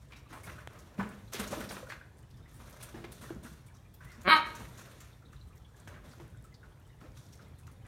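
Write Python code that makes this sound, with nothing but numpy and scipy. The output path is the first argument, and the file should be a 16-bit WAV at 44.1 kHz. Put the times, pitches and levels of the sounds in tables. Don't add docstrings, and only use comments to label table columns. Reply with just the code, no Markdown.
import sys
import numpy as np
from scipy import signal
from scipy.fft import rfft, irfft, next_fast_len
from scipy.io import wavfile
from scipy.ndimage import uniform_filter1d

SR = 44100
rng = np.random.default_rng(int(sys.argv[2]) if len(sys.argv) > 2 else 0)


def volts_from_db(level):
    exponent = np.asarray(level, float) / 20
    return 10 ** exponent


def waveform_to_disk(signal):
    frames = np.transpose(np.atleast_2d(signal))
    scaled = np.clip(frames, -1, 1) * 32767
    samples = np.round(scaled).astype(np.int16)
    wavfile.write(sys.argv[1], SR, samples)


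N = 347067

# start_s, level_db, floor_note_hz, t60_s
THUMPS = [(0.314, -49.5, 277, 0.05), (0.47, -50, 154, 0.075), (0.55, -45, 129, 0.11),
          (0.986, -28, 194.4, 0.089), (1.06, -44.5, 207, 0.36), (1.344, -37, 387, 0.042),
          (1.394, -34, 204, 0.076), (1.525, -33.5, 540, 0.052), (1.568, -40, 311, 0.062),
          (1.598, -37.5, 218, 0.056), (1.828, -39, 507, 0.032), (2.416, -67, 207, 0.081),
          (2.6, -58, 211, 0.087), (2.943, -41, 329, 0.049), (2.98, -49.5, 344, 0.11),
          (3.042, -39, 353, 0.033), (3.223, -47, 222, 0.069), (3.305, -32.5, 319, 0.024),
          (3.361, -37.5, 205, 0.037), (3.447, -40.5, 216, 0.045), (3.515, -48, 151, 0.071),
          (4.178, -49, 229, 0.081), (4.602, -43, 212, 0.068), (6.198, -48, 343, 0.076),
          (7.041, -51.5, 291.4, 0.085), (7.05, -54.5, 516, 0.09), (7.428, -51, 145, 0.069)]
BURST_S = 0.3


def evened(x):
    return x / np.sqrt(np.mean(x ** 2) + 1e-20)


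def read(points, hz):
    point_hz, value = np.transpose(points)
    return np.interp(np.log(hz + 1), np.log(point_hz + 1), value)


def add(mix, start_s, sound):
    part = mix[round(start_s * SR):][:len(sound)]
    part += sound[:len(part)]


def coloured(x, spectrum):
    size = next_fast_len(len(x))
    gain = volts_from_db(read(spectrum, np.fft.rfftfreq(size, 1 / SR)))
    return evened(irfft(rfft(x, size) * gain, size)[:len(x)])


def patchy(x, patchy_db):
    z = signal.stft(x, nperseg=256)[2]
    patches = uniform_filter1d(rng.standard_normal(z.shape), size=14, axis=0)
    patches = evened(uniform_filter1d(patches, size=9, axis=1))
    return evened(signal.istft(z * volts_from_db(patchy_db * patches), nperseg=256)[1][:len(x)])


def resonate(x, hz, width_hz):
    turn = np.exp(2j * np.pi * np.cumsum(hz * np.ones(len(x))) / SR)
    pole = np.exp(-np.pi * width_hz / SR)
    return 2 * (turn * signal.lfilter([1 - pole], [1, -pole], x / turn)).real


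def resonate_twice(x, hz, width_hz):
    return resonate(resonate(x, hz, width_hz), hz, width_hz)


def envelope(t60_s, rise_s):
    t = np.arange(round(BURST_S * SR)) / SR
    shape = (1 - np.exp(-t / rise_s)) * volts_from_db(-60 * t / np.clip(t60_s, .01, .35))
    return shape / shape.max()


def bursts(events, rise_s, sharpness, spread, trim_db):
    grain_db = 3.0
    mix = np.zeros(N)
    puffs = rng.standard_normal((len(events), round(BURST_S * SR)))
    grain = evened(uniform_filter1d(rng.standard_normal(puffs.shape), size=100, axis=1))
    puffs = puffs * volts_from_db(grain_db * grain)
    for (start_s, level_db, hz, t60_s, wide_share), puff in zip(events, puffs):
        near = evened(resonate_twice(puff, hz, hz / sharpness))
        wide = evened(resonate_twice(puff, hz, spread * hz))
        share = np.clip(wide_share, 0, 1)
        noise = evened((1 - share) * near + share * wide)
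        add(mix, start_s, volts_from_db(level_db + trim_db) * envelope(t60_s, rise_s) * noise)
    return mix


def room(x):
    # centre_hz, t60_s
    decay = [(150, 0.55), (500, 0.64), (1000, 0.48), (2000, 0.51), (4000, .5), (9000, 0.33)]
    taps = np.zeros(SR)
    at = np.arange(300, SR - 20, 20)
    taps[at + rng.integers(0, 20, len(at))] = rng.choice([-1., 1.], len(at))
    hz, t, z = signal.stft(taps, SR, nperseg=256)
    fade = volts_from_db(-60 * t / read(decay, hz)[:, None])
    tail = signal.istft(z * fade, SR, nperseg=256)[1]
    return signal.fftconvolve(x, tail / np.linalg.norm(tail))[:N]


def house():
    level_db = -54
    # hz, density_db (relative)
    spectrum = [(13, -38.5), (22, -27), (44, -3.5), (128, -3.5), (211, -18.5), (432, -23), (618, -28),
                (988, -28.5), (1410, -36.5), (1710, -33.5), (2980, -44), (3510, -39), (3810, -44.5),
                (8970, -47), (16000, -52.5)]
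    frames = N // 256 + 5
    real, imag, patches = rng.standard_normal((frames, 513, 3)).T
    patches = uniform_filter1d(uniform_filter1d(patches, size=14, axis=0), size=12, axis=1)
    z = (real + 1j * imag) * volts_from_db(1.7 * evened(patches))
    noise = signal.istft(z, nperseg=1024, noverlap=768)[1][:N]
    return volts_from_db(level_db) * coloured(noise, spectrum)


def boom():
    steady_db, drift_db = -62, 2.5
    per_paw_db, ring_t60_s, rise_s = -13, 0.35, 0.018
    push, drift = rng.standard_normal((2, N))
    drift = evened(uniform_filter1d(uniform_filter1d(drift, size=6000), size=6000))
    level = volts_from_db(steady_db + drift_db * drift)
    t = np.arange(SR // 2) / SR
    for start_s, level_db, _, _ in THUMPS:
        swell = volts_from_db(level_db + per_paw_db - 60 * t / ring_t60_s) * (1 - np.exp(-t / rise_s))
        add(level, start_s, swell)
    low = sum(resonate_twice(push, hz, width_hz) for hz, width_hz in [(62, 43), (105, 60)])
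    return level * evened(low)


def bubble(hz, roughness):
    t = np.arange(len(roughness)) / SR
    tone = np.sin(2 * np.pi * np.cumsum(hz * (1 + 0.44 * t)) / SR)
    waver = evened(resonate_twice(roughness, hz, .2 * hz))
    return envelope(t60_s=.075, rise_s=.004)[:len(t)] * (tone + .8 * waver)


def tank():
    faint_db, faint_per_s, clear_trim_db = -77, 60, -7.0
    # start_s, level_db (before the trim), pitch_hz
    clearest = [(.1575, -59, 3870), (.2588, -57, 1170), (.4359, -48.5, 2165), (.5866, -49.5, 1510),
                (1.2755, -60, 3930), (1.8667, -48, 1424), (2.0108, -46, 1550), (2.4558, -55, 1985),
                (3.6794, -59, 2330), (3.70, -61, 1694), (3.85, -61.5, 2400), (4.005, -49, 1510),
                (4.1155, -55, 1435), (5.1257, -60.5, 3590), (5.221, -55, 1345), (5.25, -58.5, 3810),
                (5.3278, -52.5, 1223), (5.3602, -61, 3890), (5.4083, -58, 4010), (5.5024, -57.5, 1176),
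                (5.5287, -62, 2424), (5.5987, -62, 1320), (5.6455, -58.5, 3330), (5.743, -59, 1660),
                (5.9594, -52, 1600), (6.3424, -53.5, 1460), (6.4457, -54, 1320), (6.5194, -59.5, 2020),
                (6.6296, -47.5, 1480), (6.8994, -58.5, 1956), (7.1671, -57, 3650), (7.3897, -49.5, 1404),
                (7.63, -64, 2570)]
    mix, length = np.zeros(N), round(.1 * SR)
    for start_s, level_db, hz in clearest:
        add(mix, start_s, volts_from_db(level_db + clear_trim_db) * bubble(hz, rng.standard_normal(length)))
    for when, size, pitch in rng.random((round(faint_per_s * N / SR), 3)):
        level_db = faint_db - 2.5 * np.log(size + 0.15)
        sound = bubble(500 * 8.5 ** pitch, rng.standard_normal(length))
        add(mix, when * N / SR, volts_from_db(level_db) * sound)
    return mix


def crackle():
    base_db, ticks_per_s = -70.5, 10
    when, size, pitch = rng.random((round(ticks_per_s * N / SR), 3)).T
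    start_s = when * N / SR
    level_db = base_db - 4 * np.log(size + 0.025)
    centre_hz = 5000 * 2.8 ** pitch
    t60_s = 0.017 + 0.016 * size
    wide_share = .2 + 0 * size
    ticks = np.transpose([start_s, level_db, centre_hz, t60_s, wide_share])
    return bursts(ticks, rise_s=0.00038, sharpness=2.5, spread=0.87, trim_db=-0.5)


def dragging():
    rise_s, sag_db, fall_s = 0.019, -9, .05
    stir_db = -75
    crest_db = 6
    # start_s, length_s, effort_db, brightness_db, floor_weight_db
    scuffles = [(0.0, 0.028, -62, 0.5, -5), (0.1, 0.085, -52.5, -27, -3), (0.284, 0.22, -54.5, -4.5, 3),
                (0.448, 0.18, -47, -10.5, -7), (0.693, 0.41, -58.5, -9, 5), (0.977, 0.091, -43, -39, 4),
                (1.105, 0.35, -64.5, -2, 6.5), (1.319, 0.05, -36.5, -1, -5), (1.384, 0.054, -37, -3, 3),
                (1.502, .15, -40, -2.5, 4), (1.691, 0.12, -45.5, -2, 3), (1.872, 0.081, -47, -11, -6),
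                (2.473, 0.41, -62, -4, -8), (2.58, 0.35, -59.5, -2, 4), (2.794, 0.1, -55, 0, -2),
                (2.937, 0.17, -61.5, -23, 18), (3.106, 0.15, -55.5, 2.5, -10), (3.205, 0.11, -52, -4, 1),
                (3.298, 0.068, -63.5, -20, 12.5), (3.425, 0.11, -48, -2.5, -10),
                (3.996, 0.58, -57, -10, -14), (4.45, 0.14, -45.5, -10, -2), (4.58, .2, -54, -0.5, 3.5),
                (4.773, 0.34, -52, -4.5, -6), (5.314, .04, -65, 1, -17), (5.753, 0.09, -58, -4, -7),
                (5.863, 0.13, -49.5, -20, -2), (6.033, 0.19, -61.5, -0.5, 9.5),
                (6.193, 0.13, -62, -26, 5.5), (6.619, 0.08, -65.5, -19.5, 3), (7.0, 0.087, -68, -8.5, 19),
                (7.141, 0.19, -64, 2.5, -3), (7.39, 0.12, -62.5, -26, 9), (7.662, 0.086, -65, -10, 6),
                (7.844, .025, -55, -25, -4)]
    # hz, density_db (relative)
    cloth_spectrum = [(350, -26.5), (600, 8), (856, -11.5), (943, 4.5), (1480, 5.5), (2690, -3.5),
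                      (4580, -23.5), (5000, -44), (6500, -45.5), (11000, -120)]
    # hz, density_db (relative)
    fur_spectrum = [(2060, -20.5), (3500, 4), (5090, -3), (5750, 2), (8530, -5), (9090, 2), (10300, -8.5),
                    (11200, -3.5), (13500, -5.5), (16000, -17)]
    effort = np.full((3, N), volts_from_db(stir_db))
    for start_s, length_s, effort_db, bright_db, weight_db in scuffles:
        t = np.arange(0, length_s + 6 * fall_s, 1 / SR)
        rise = np.minimum(t / rise_s, 1)
        sag = volts_from_db(sag_db * np.minimum(t / length_s, 1))
        fall = np.exp(-np.maximum(t - length_s, 0) / fall_s)
        levels_db = (effort_db, effort_db + bright_db, effort_db + weight_db)
        for layer, level_db in zip(effort, levels_db):
            add(layer, start_s, volts_from_db(level_db) * rise * sag * fall)
    slips = rng.standard_normal((3, N))
    clumps = evened(uniform_filter1d(rng.standard_normal(N), size=500))
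    slips[:2] *= volts_from_db(1.8 * clumps + 1.7 * np.minimum(rng.exponential(1, N), 5))
    cloth = patchy(coloured(slips[0], cloth_spectrum), patchy_db=3.0)
    fur = patchy(coloured(slips[1], fur_spectrum), patchy_db=1.5)
    boards = evened(resonate(slips[2], 215, 100) + 0.44 * resonate(slips[2], 400, 250))
    return volts_from_db(-crest_db) * (effort * [cloth, fur, boards]).sum(0)


def paws():
    mix, t = np.zeros(N), np.arange(round(BURST_S * SR)) / SR
    for start_s, level_db, hz, t60_s in THUMPS:
        turns = hz * (t + 0.11 * 0.007 * (1 - np.exp(-t / 0.0025)))
        tone = np.sin(2 * np.pi * turns) + 0.2 * np.sin(2 * np.pi * 2.1 * turns)
        add(mix, start_s, volts_from_db(level_db) * envelope(t60_s, rise_s=0.0059) * tone)
    return mix


def knocks():
    # start_s, level_db (before the trim), centre_hz, t60_s, wide_share (0-1)
    blows = [(0.12, -46, 2340, 0.34, 0.63), (0.303, -46.5, 1400, 0.26, 0.7), (0.326, -36.5, 990, 0.22, 1),
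             (0.365, -38.5, 834, 0.096, 0.9), (0.47, -35.5, 1170, 0.076, 1), (0.52, -45, 1200, 0.1, 0.8),
             (0.751, -41.5, 1240, 0.13, 0.6), (0.994, -23.5, 1090, 0.051, 0.18),
             (0.9956, -26.5, 1540, 0.12, 0), (1.008, -27, 910, 0.1, 0.15), (1.028, -35, 1200, 0.082, 0.5),
             (1.33, -40, 1570, 0.12, 0.4), (1.343, -32.5, 2380, 0.3, 1), (1.397, -32, 1140, 0.089, 0.77),
             (1.526, -33, 829, 0.24, 0.7), (1.605, -31, 1460, 0.093, 0.8), (1.708, -32, 1110, 0.11, 1),
             (1.766, -35, 982, 0.079, 1), (1.898, -30, 1660, 0.13, 0.44), (1.919, -33.5, 1410, 0.1, 0.96),
             (2.601, -41.5, 930, 0.11, 0.54), (2.827, -46, 1480, 0.15, 0.5),
             (2.943, -43.5, 1670, 0.069, 0.5), (3.041, -33.5, 1650, 0.073, 1),
             (3.304, -44, 930, 0.073, 0.7), (3.449, -46, 1270, 0.11, 1), (4.008, -46, 1220, 0.028, 0),
             (4.041, -56.5, 1530, 0.1, 0.1), (4.603, -38.5, 937, 0.11, 0.9),
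             (5.003, -44.5, 1580, 0.057, 0.8), (5.3288, -48.5, 1507, 0.089, 0.3),
             (5.874, -35.5, 1710, 0.048, 0.05), (5.94, -48, 1660, 0.15, 0.5), (6.198, -43, 947, 0.14, 1),
             (6.541, -52, 4600, 0.1, 0.15), (6.63, -52.5, 1400, 0.08, 0.1), (7.011, -48, 1280, 0.058, 0.45),
             (7.035, -49.5, 1270, 0.23, 0.5), (7.167, -49.5, 1110, 0.098, 0.5),
             (7.391, -49, 1460, 0.051, 0.25), (7.676, -48.5, 1190, 0.082, 0.43),
             (7.851, -47.5, 1335, 0.1, 1)]
    return bursts(blows, rise_s=0.0013, sharpness=3.3, spread=1.3, trim_db=-10.5)


def claws():
    wide_share = .65
    # start_s, level_db (before the trim), centre_hz, t60_s
    scratches = [(0.1145, -60, 5000, .13), (0.16, -52, 5630, 0.17), (0.3283, -46, 8600, 0.19),
                 (0.4313, -42.5, 9820, 0.17), (0.787, -46.5, 6200, 0.1), (1.0869, -48.5, 8700, .055),
                 (1.3315, -31.5, 5800, 0.11), (1.396, -31, 9600, 0.051), (1.4735, -35, 6150, 0.12),
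                 (1.6026, -39, 9000, 0.074), (1.6881, -38, 4480, 0.14), (1.7144, -38.5, 9200, 0.13),
                 (1.8926, -41, 4360, 0.14), (2.183, -56, 8600, 0.073), (2.3035, -59, 4600, .12),
                 (2.3685, -57, 5280, 0.12), (2.5406, -52.5, 9140, 0.28), (2.695, -49, 12600, .083),
                 (2.7257, -46, 6010, 0.044), (2.8245, -34.5, 9100, 0.099), (3.1174, -39.5, 9610, 0.05),
                 (3.214, -46.5, 8740, .23), (3.4304, -51.5, 8350, .22), (3.6631, -50.5, 9100, 0.089),
                 (3.7404, -55.5, 5800, 0.28), (3.939, -47, 13100, .07), (4.0437, -50.5, 9600, 0.086),
                 (4.114, -50, 5270, 0.23), (4.2083, -48.5, 6700, 0.15), (4.4672, -50, 12100, .05),
                 (4.5486, -44.5, 6350, 0.22), (4.7742, -43, 6600, 0.15), (5.0015, -44.5, 7000, 0.12),
                 (5.3268, -52, 6470, .06), (5.4715, -57.5, 8730, .12), (5.5533, -55.5, 13700, 0.12),
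                 (5.761, -57, 6750, .1), (5.875, -48, 6060, 0.1), (6.052, -62, 5240, 0.11),
                 (6.109, -50.5, 4520, 0.13), (6.4387, -51.5, 8010, .1), (6.8636, -58.5, 8400, 0.11),
                 (7.005, -60, 5450, .11), (7.1673, -50, 5800, 0.16), (7.3242, -47, 5560, .11),
                 (7.415, -57, 5400, .13), (7.5837, -52.5, 8800, 0.13), (7.6675, -51, 6300, .053),
                 (7.7136, -54.5, 9610, 0.089)]
    events = [(*row, wide_share) for row in scratches]
    return bursts(events, rise_s=0.0027, sharpness=3.5, spread=1.8, trim_db=-11.0)


def snap():
    # start_s, peak_db, dullness (factor on the ring time)
    snaps = [(0.673, -27.5, 1.13), (2.942, -43.5, 0.97), (3.041, -45, 1), (3.303, -39, 1.06),
             (4.008, -57, 1), (5.33, -64, 2.6), (5.874, -37.5, 1.1), (6.199, -48, 1.1), (7.391, -53.5, 0.9),
             (7.668, -47.5, 0.86)]
    # centre_hz, width_hz (per stage), level_db (relative)
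    click_ring = [(1800, 1600, -2), (3460, 550, -9), (745, 1060, 0), (7000, 6700, -14)]
    click, mix = signal.unit_impulse(900, 60), np.zeros(N)
    for start_s, peak_db, dull in snaps:
        sound = sum(volts_from_db(part_db) * evened(resonate_twice(click, hz / dull, width_hz / dull))
                    for hz, width_hz, part_db in click_ring)
        add(mix, start_s, volts_from_db(peak_db) * sound / abs(sound).max())
    return mix


def whine():
    width_hz = 160
    # time_s, level_db, pitch_hz
    glide = [(4.03, -72.5, 1800), (4.085, -59.5, 2030), (4.12, -59, 2070), (4.16, -73, 1790)]
    s, level_db, hz = np.transpose(glide)
    t, mix = np.arange(s[0], s[-1], 1 / SR), np.zeros(N)
    tone = resonate_twice(rng.standard_normal(len(t)), np.interp(t, s, hz), width_hz)
    add(mix, s[0], volts_from_db(np.interp(t, s, level_db)) * evened(tone))
    return mix


def bark():
    rough_base, rough_in_leap, rough_shut = .07, .36, .6
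    leap_hz_per_s, leap_s = 3000, .04
    chest_db_per_octave = 19.5
    contrast = .1
    # time_s, effort_db, pitch_hz, mouth_opening (factor)
    course = [(4.243, -51.5, 176.8, 0.91), (4.262, -37, 180.6, 0.91), (4.277, -28, 195.2, 0.99),
              (4.287, -21, 214.7, 0.96), (4.297, -18, 314.3, 1.016), (4.337, -19, 316.7, 0.93),
              (4.349, -25, 307.8, .84), (4.367, -22.5, 305, 0.74), (4.385, -31.5, 311.8, .76),
              (4.406, -33, 311.8, .7), (4.431, -57, 310, .7)]
    # centre_hz, width_hz (before stage factors), level_db, fall_with_mouth (exponent), closing_gain_db
    mouth_rings = [(1240, 295, -2, 0.96, -0.5), (1596, 220, -8.5, .6, -24.5), (2170, 122, -2, 0.2, -40)]
    # centre_hz, width_hz (before stage factors), level_db
    throat_rings = [(3050, 120, -8.5), (3950, 350, -12)]
    # centre_hz, width_hz (before stage factors), level_db
    chest_rings = [(250, 233, -17), (558, 110, -13)]
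    # centre_hz, width_hz (per stage), level_db
    top_rings = [(4600, 350, -28.5)]
    # centre_hz, width_hz (per stage), level_db, closing_gain_db
    nose_rings = [(9380, 1700, -34, 14.5), (12300, 4200, -36, 15), (6500, 1600, -52, 75)]
    # delay_s, share (signed)
    echoes = [(.0041, 0.23), (.0073, -0.26), (0.012, 0.35), (.017, -.15), (.0235, 0.16)]

    s, *columns = np.transpose(course)
    t = np.arange(s[0], s[-1], 1 / SR)
    effort_db, hz, mouth = (np.interp(t, s, c) for c in columns)
    shut = 1 - mouth
    leap = uniform_filter1d(abs(np.gradient(hz)) * SR / leap_hz_per_s, round(leap_s * SR))
    rough = np.clip(rough_base + rough_in_leap * leap + rough_shut * np.maximum(shut, 0), 0, 1)

    wobble, air = rng.standard_normal((2, len(t)))
    wobble = evened(uniform_filter1d(wobble, size=120))
    turns = np.cumsum(hz * (1 + .12 * rough * wobble)) / SR
    folds = evened(sum(np.cos(2 * np.pi * k * turns) for k in range(1, 30)))
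    folds *= 1 + contrast * np.cos(np.pi * turns)
    folds *= volts_from_db(5 * rough * rng.standard_normal(100)[np.round(turns).astype(int)])
    puffs = evened((0.46 + np.exp(-(turns % 1) / 0.49)) * air)
    drive = (1 - rough) * folds + .6 * rough * puffs

    sheen_db = 0.47 * (effort_db - effort_db.max())
    chest_db = chest_db_per_octave * np.log2(280 / hz)
    shapes = [(f * mouth ** falls, w, db + closing_db * shut) for f, w, db, falls, closing_db in mouth_rings]
    shapes += [(f, w, db + sheen_db) for f, w, db in throat_rings]
    shapes += [(f, w, db + chest_db) for f, w, db in chest_rings]
    voice = sum(volts_from_db(db) * resonate(resonate(drive, f, 2.0 * w), f, 1.8 * w) for f, w, db in shapes)
    voice = signal.sosfilt(signal.butter(N=10, Wn=4500, fs=SR, output="sos"), voice)
    for f, w, db in top_rings:
        f = f / mouth ** 0.54
        voice = voice + volts_from_db(db + sheen_db) * resonate_twice(resonate_twice(drive, f, w), f, w)
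    hiss = 0
    for f, w, db, closing_db in nose_rings:
        band = evened(resonate(resonate_twice(puffs, f, w), f, w))
        hiss = hiss + volts_from_db(db + sheen_db + closing_db * shut) * band

    mix = np.zeros(N)
    sound = volts_from_db(effort_db) * (hiss + evened(voice))
    for delay_s, share in [(0.0015, 0.97)] + echoes:
        add(mix, s[0] + delay_s, share * sound)
    return mix


def scene():
    play_room_db, bark_room_db = -9.5, -10
    play = claws() + knocks() + crackle() + paws() + tank() + dragging() + whine()
    voice = bark()
    reverb = room(volts_from_db(play_room_db) * play + volts_from_db(bark_room_db) * voice)
    return (play + voice + reverb + house() + boom() + snap())[None]


def low_pass(x):
    return signal.sosfilt(signal.butter(12, 15830, fs=SR, output="sos"), x)


def record(dry):
    heard = signal.sosfilt(signal.butter(N=3, Wn=42., btype="high", fs=SR, output="sos"), dry)
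    return low_pass(heard)


dry = scene()
out = record(dry)
waveform_to_disk(out)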